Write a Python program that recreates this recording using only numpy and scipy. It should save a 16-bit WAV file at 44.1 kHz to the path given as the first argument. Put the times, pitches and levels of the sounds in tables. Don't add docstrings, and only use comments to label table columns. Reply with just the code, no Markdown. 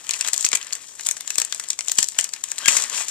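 import sys
import numpy as np
from scipy import signal
from scipy.fft import rfft, irfft
from scipy.io import wavfile
from scipy.ndimage import uniform_filter1d, map_coordinates

SR = 44100
rng = np.random.default_rng(int(sys.argv[2]) if len(sys.argv) > 2 else 0)


def file_out(sig):
    cols = np.atleast_2d(sig).T
    lim = np.clip(cols, -1, 1)
    pcm = np.round(lim * 32767).astype(np.int16)
    wavfile.write(sys.argv[1], SR, pcm)


N = 136710

RIGHT_DB = -13
CRACK_LIKENESS = 0.72
BUSY_DB = -35


def undb(db):
    return 10 ** (np.asarray(db) / 20)


def unit(x):
    return x / np.sqrt(np.mean(x ** 2))


def add(track, s, sound):
    part = track[..., max(int(s * SR), 0):][..., :sound.shape[-1]]
    part += sound[..., :part.shape[-1]]


def response(colour, size=1024):
    hz, db = np.array(colour).T
    f = np.maximum(np.fft.rfftfreq(size, 1 / SR), 1)
    gain = undb(np.interp(np.log(f), np.log(hz), db))
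    cepstrum = irfft(np.log(gain))
    cepstrum[1:size // 2] *= 2
    cepstrum[size // 2 + 1:] = 0
    return irfft(np.exp(rfft(cepstrum)))


def through(x, impulse):
    return signal.fftconvolve(x, impulse)[:len(x)]


def highpass(x, hz, order=2):
    return signal.sosfilt(signal.butter(order, hz, "high", fs=SR, output="sos"), x)


def waver(seconds, size=N):
    return unit(uniform_filter1d(rng.standard_normal(size), int(seconds * SR)))


def alike(left, own, likeness):
    return likeness * left + np.sqrt(1 - likeness ** 2) * own


def tiny_buckles(level_db, busy_per_s=1500, spread_db=2.8):
    pitches_hz = np.geomspace(500, 9000, 10)
    chance = busy_per_s / SR * undb((level_db - BUSY_DB) / 2) / len(pitches_hz)
    out = np.zeros(N)
    for hz in pitches_hz:
        size = undb(spread_db * np.minimum(rng.exponential(size=N), 4))
        direction = np.sign(rng.standard_normal(N))
        kicks = size * direction * (rng.random(N) < chance)
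        out += signal.lfilter(*signal.iirpeak(hz, Q=2.4, fs=SR), kicks)
    return unit(out)


def brighten(x, level_db, db_per_db=0.09):
    top = signal.sosfiltfilt(signal.butter(2, 9500, "high", fs=SR, output="sos"), x)
    return x - top + top * undb(db_per_db * np.maximum(level_db - BUSY_DB, 0))


# f/Hz, level/dB
FIZZ_COLOUR = [(100, -16), (1500, -46), (3000, 0), (4500, -3), (6000, 1), (8000, 0.5), (10000, -2.5),
               (13000, -3.5), (16000, 8)]
RUB_COLOUR = [(40, -7), (120, -10.5), (220, -4), (400, -5.5), (900, -1), (1800, 2.5), (3000, 0.5),
              (4500, -5), (7000, -10), (15000, -7)]
# t/s, relative fizz level/dB, relative rub level/dB
HANDLING = [(0, -44, -49), (0.08, -39, -48), (0.15, -30.5, -41), (0.19, -34.5, -44.5), (0.235, -40, -43),
            (0.279, -27, -36.5), (0.315, -36, -49), (0.36, -35, -43.5), (0.42, -25.5, -46),
            (0.48, -42, -49), (0.51, -39, -45.5), (0.57, -51, -44), (0.64, -44.5, -47), (0.7, -42, -47),
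            (0.77, -39, -47), (0.91, -39, -54), (0.982, -40.5, -50.5), (1.03, -34, -54), (1.07, -28, -44),
            (1.14, -39.5, -52), (1.25, -41.5, -50.5), (1.33, -32.5, -50), (1.42, -47.5, -45.5),
            (1.49, -37, -50), (1.62, -38, -47), (1.722, -37, -49.5), (1.77, -45.5, -59.5),
            (1.86, -33.5, -51), (1.93, -36, -54), (2.001, -28.5, -42.5), (2.08, -37.5, -60),
            (2.16, -42, -46), (2.23, -31.5, -43), (2.31, -43, -55.5), (2.359, -37.5, -46),
            (2.425, -43, -58), (2.465, -36, -46.5), (2.56, -38, -48), (2.62, -38, -37),
            (2.67, -29.5, -44.5), (2.709, -21.5, -32), (2.78, -22, -31.5), (2.832, -28.5, -35),
            (2.887, -34.5, -41), (2.928, -29, -35.5), (3.002, -21.5, -36), (3.062, -37.5, -42.5),
            (3.1, -25, -40.5)]


def rustle():
    t = np.arange(N) / SR
    s, fizz_db, rub_db = np.array(HANDLING).T
    out = np.zeros((2, N))
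    layers = (FIZZ_COLOUR, fizz_db, -4.5, CRACK_LIKENESS), (RUB_COLOUR, rub_db, 3, 0.93)
    for colour, course_db, gain_db, likeness in layers:
        level_db = np.interp(t, s, course_db) + 1.92 * waver(0.008)
        textures = [tiny_buckles(level_db) + rng.standard_normal(N) for _ in range(2)]
        left, own = (unit(through(x, response(colour))) for x in textures)
        right = alike(left, own, likeness) * undb(RIGHT_DB)
        out += undb(level_db + gain_db) * brighten(np.array([left, right]), level_db)
    return out


# f/Hz, level/dB
AIR_COLOUR = [(25, -4), (60, 2), (150, 1.5), (400, 2.5), (1000, -5), (4000, -25), (15000, -6.5)]


def room_tone():
    left, own = (unit(through(rng.standard_normal(N), response(AIR_COLOUR))) for _ in range(2))
    return undb(-56) * np.array([left, 0.28 * left + 0.45 * own])


def burst(decay_s, impulse, size=2048):
    t = np.arange(size) / SR
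    spectrum = rfft(rng.standard_normal(size) * np.exp(-t / decay_s))
    f = np.maximum(np.fft.rfftfreq(size, 1 / SR), 1)
    octaves = np.clip(np.log2(f / 5000), -1, 1)
    tilt = undb(3.5 * rng.standard_normal() * octaves)
    evened = irfft(spectrum * tilt / np.abs(spectrum) ** 0.32)
    x = through(evened * np.exp(-t / (10 * decay_s)), impulse)
    return x * np.sqrt(0.0025 * SR / np.sum(x ** 2))


def crack_pair(decay_s, impulse):
    left = burst(decay_s, impulse)
    return np.array([left, alike(left, burst(decay_s, impulse), CRACK_LIKENESS)])


def panel_ring(impulse, hz, decay_s=0.00278):
    resonance = signal.lfilter(*signal.iirpeak(hz, Q=8.2, fs=SR), impulse)
    return burst(decay_s, highpass(impulse + undb(7.5) * resonance, 0.28 * hz))


def after_crackle(impulse, decay_s=0.0034, grain_s=0.00061):
    smooth = crack_pair(decay_s, impulse)
    grainy = smooth * undb(7 * waver(grain_s, size=smooth.shape[-1]))
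    return grainy * np.linalg.norm(smooth) / np.linalg.norm(grainy)


# f/Hz, level/dB
CRACK_COLOUR = [(100, -37), (700, -11), (2000, -15.5), (4000, -2.5), (6000, -1), (8000, 2), (10000, -2.5),
                (13000, -3.5), (16000, 0)]
PANEL_COLOUR = [(100, -3), (250, -5.5), (500, -5), (1100, -2.5), (2200, 2.5), (3200, -0.5), (4500, -4),
                (7000, -8), (15000, -47.5)]
# t/s, crack level/dB, panel level/dB, panel f/Hz, after-crackle re crack/dB, left minus right/dB
CREASES = [(0.0476, -26.5, -41, 3400, -22, 10), (0.0677, -23, -32, 3120, -16, 12),
           (0.093, -11, -19, 3070, -8, 16), (0.1096, -5, -24.5, 4380, -28, 12),
           (0.1363, -14, -25, 2930, -29, 12), (0.1401, -17, -21, 2550, -20, 19),
           (0.2105, -4, -17.5, 2570, -14, 13.5), (0.225, -23, -26, 2830, -19, 20),
           (0.247, -22, -19, 3400, 3, 13), (0.266, -33, -28, 2610, 2, 11),
           (0.2759, -10.5, -23.5, 2130, -6, 19), (0.285, -12.5, -20.5, 1680, 6, 11.5),
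           (0.3332, -8.5, -21, 5000, 4.5, 12), (0.3415, -7.5, -20, 5000, -29, 22),
           (0.363, -19, -51, 4760, -2, 20), (0.3791, -5.5, -50, 4630, -19, 23),
           (0.4093, -17, -47, 4890, -16, 16), (0.4273, -14.5, -36, 4570, -14, 12),
           (0.445, -30, -16, 5100, -20, 12), (0.4498, 4, -25, 4900, -25, 15),
           (0.4646, -9, -18.5, 2520, -20, 16), (0.489, -13, -41, 2910, -20, 18),
           (0.517, -13.5, -21, 2220, -18, 14), (0.5297, -26, -11.5, 1050, -14, 15),
           (0.536, -23.5, -25, 1100, 3.5, 6), (0.5519, -7.5, -15.5, 2500, -23, 32),
           (0.5549, -2, -19.5, 1700, -20, 9.5), (0.572, -31, -27, 2280, 17.5, 8),
           (0.6138, -26, -27, 3320, -21, 10), (0.6283, -24, -33, 4160, -13, 6),
           (0.669, -26.5, -36, 2960, -5, 12), (0.726, -22, -21, 4480, -14, 11.5),
           (0.732, -16, -46, 3680, 4, 14), (0.752, -22, -30.5, 2010, 3.5, 12.5),
           (0.9952, -29, -26.5, 1710, -10, 12), (1.0093, -20.5, -34.5, 2140, -3, 11),
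           (1.035, -26.5, -37, 4000, -5, 9), (1.0647, -12, -49, 3300, -22, 28),
           (1.0686, -5.5, -25.5, 3420, -22, 10.5), (1.0886, -4, -23, 3680, -24, 15),
           (1.112, -1, -25.5, 1440, -24, 22), (1.168, -23.5, -29.5, 1680, 3, 11),
           (1.2085, -13.5, -28.5, 3600, -30, 10.5), (1.277, -17.5, -27.5, 3960, -12, 12),
           (1.3046, -11, -20.5, 2590, -3.5, 16.5), (1.3567, -14, -28.5, 2730, -14, 14),
           (1.3831, 1, -17, 4270, -3, 15), (1.4007, -5.5, -26, 1600, -13, 27),
           (1.4176, -6, -19, 796, -2.5, 14), (1.4496, -11, -56, 3360, -10, 12),
           (1.525, -13, -18, 3800, -13, 13), (1.5472, -19, -38, 4890, -1.5, 11),
           (1.598, -17, -24, 1520, 1, 12.5), (1.639, -23.5, -31.5, 3300, -22, 12),
           (1.6874, -18, -38, 4780, -15, 18), (1.704, -5, -25, 3770, -9.5, 11.5),
           (1.7316, -23.5, -31, 3560, -11, 12), (1.791, -12.5, -24.5, 2190, -11, 12),
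           (1.808, -17, -24, 3200, -22, 15), (1.8757, -24, -32.5, 3000, -8, 10),
           (1.884, -8, -47, 4520, -8.5, 32), (1.897, -13.5, -28, 3750, -15, 8.5),
           (1.918, 0.5, -22.5, 4800, -8, 18), (1.9757, -19, -30, 3320, -10, 21),
           (1.9861, 2.5, -12, 2960, -1.5, 9.5), (2.0281, -5, -15, 4760, 1, 14),
           (2.0432, -11, -47, 4010, -23, 16), (2.087, -10.5, -34.5, 3340, -35, 15),
           (2.1204, -29, -38, 4490, -22, 10), (2.188, 0, -7.5, 3100, -3, 16.5),
           (2.1988, -10, -29, 4900, -6, 12), (2.211, -12, -47, 2690, -20, 19),
           (2.243, -10, -27, 4340, -4, 11), (2.291, -22, -33.5, 4890, -9, 12),
           (2.3367, -12, -24.5, 4800, -12, 14), (2.439, -11, -25, 3500, -2, 11),
           (2.5172, -11.5, -25, 1630, -34, 15), (2.5819, -26.5, -22.5, 4080, 5, 13),
           (2.587, -25, -29, 4170, 10, 19), (2.6584, -11, -11, 2070, 0, 16),
           (2.679, -17, -19, 2700, -18, 27), (2.6822, 9, 1.5, 2610, -11.5, 21.5),
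           (2.7682, 0.5, -14, 2150, 2, 17), (2.8224, -10, -30, 3660, -8, 20),
           (2.8393, -12, -26, 2430, -10, 10), (2.899, -12.5, -31, 1870, -36, 28),
           (2.979, -25, -21, 2530, -11, 19), (3.0833, -17, -27.5, 4650, 0.5, 16)]


def snaps():
    out = np.zeros((2, N))
    crease, panel = response(CRACK_COLOUR), response(PANEL_COLOUR)
    for s, crack_db, panel_db, panel_hz, after_db, pan_db in CREASES:
        sides = undb([[0], [-pan_db]])
        strain = undb(crack_db - 19.5) * burst(decay_s=0.0018, impulse=crease, size=1024)[::-1]
        crack = undb(crack_db - 9.5) * crack_pair(decay_s=0.00019, impulse=crease)
        ring = undb(panel_db - 2) * panel_ring(panel, panel_hz)
        crackle = undb(crack_db + after_db - 10) * after_crackle(crease)
        add(out, s - len(strain) / SR, sides * strain)
        add(out, s, sides * (crack + ring + crackle))
    return highpass(out, hz=330)


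# t/s, level before the low cut/dB, low cut f/Hz
LOW_THUMPS = [(0.4484, -27.5, 23), (0.5336, -22, 160), (1.1107, -34, 30), (1.3833, -29.5, 240),
              (1.988, -21, 11), (2.027, -45, 37), (2.681, -19, 200)]


def low_thumps(rise_s=0.00026):
    out, t = np.zeros(N), np.arange(SR // 10) / SR
    pulse = t / rise_s * np.exp(1 - t / rise_s)
    for s, db, low_hz in LOW_THUMPS:
        add(out, s, undb(db) * highpass(pulse, low_hz))
    return np.array([out, out * undb(RIGHT_DB / 2)])


# t/s, f/Hz, level/dB
STICK_SLIP = [(2.605, 1480, -60), (2.627, 1584, -40), (2.639, 1560, -34), (2.656, 1646, -28),
              (2.68, 1630, -23)]


def squeak(jitter=0.0234, roughness=0.67, waver_s=0.00278):
    t = np.arange(N) / SR
    s, hz, db = np.array(STICK_SLIP).T
    pitch_hz = np.interp(t, s, hz) * (1 + jitter * waver(waver_s))
    phase = 2 * np.pi * np.cumsum(pitch_hz) / SR
    tone = np.zeros(N)
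    for harmonic, gain in (1, 0.64), (2, undb(-3)):
        tone += gain * np.sin(harmonic * phase) * (1 + roughness * waver(waver_s))
    tone *= np.interp(t, s, undb(db), left=0, right=0)
    return np.array([tone, tone * undb(RIGHT_DB)])


def reflections(x, desk_decay_s=0.005, low_t60_s=0.19, treble_t60_s=0.12):
    t = np.arange(SR // 2) / SR
    split = signal.butter(2, 4000, fs=SR, output="sos")
    out = []
    for side_db in (0, -9):
        echoes = rng.standard_normal(len(t)) * (rng.random(len(t)) < 0.1)
        desk = echoes * np.exp(-t / desk_decay_s) * (t > 0.001)
        noise = rng.standard_normal(len(t)) * (t > 0.005)
        low = signal.sosfiltfilt(split, noise)
        tail = low * undb(-60 * t / low_t60_s) + (noise - low) * undb(-60 * t / treble_t60_s)
        impulse = undb(-10) * desk / np.linalg.norm(desk) + undb(-11) * tail / np.linalg.norm(tail)
        out.append(undb(side_db) * through(x, impulse))
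    return np.array(out)


def scene(right_lag_s=0.00003):
    left, right = snaps() + low_thumps() + rustle() + squeak()
    right = map_coordinates(right, [np.arange(N) - right_lag_s * SR])
    return np.array([left, right]) + reflections(0.5 * left + right) + room_tone()


def port(x, hz, width_hz):
    pole = np.exp((2j * np.pi * hz - np.pi * width_hz) / SR)
    feedback = np.poly([pole, pole.conjugate()]).real
    return signal.lfilter([feedback.sum()], feedback, x)


# resonance f/Hz, width/Hz
MIC_PORTS = [(7453, 1450), (6330, 990)]
# f/Hz, level/dB
RIGHT_SHADE = [(100, -1.5), (1000, 3.5), (3000, 2), (6000, 2), (9000, -1.5), (14000, -7.5)]


def record(dry):
    left = port(dry[0], *MIC_PORTS[0])
    right = port(through(dry[1], response(RIGHT_SHADE)), *MIC_PORTS[1])
    clipped = np.clip([left, right], -0.88, 0.88)
    top_cut = signal.ellip(8, 0.2, 70, 14100, fs=SR, output="sos")
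    return signal.sosfilt(top_cut, highpass(clipped, hz=70, order=1))


dry = scene()
out = record(dry)
file_out(out)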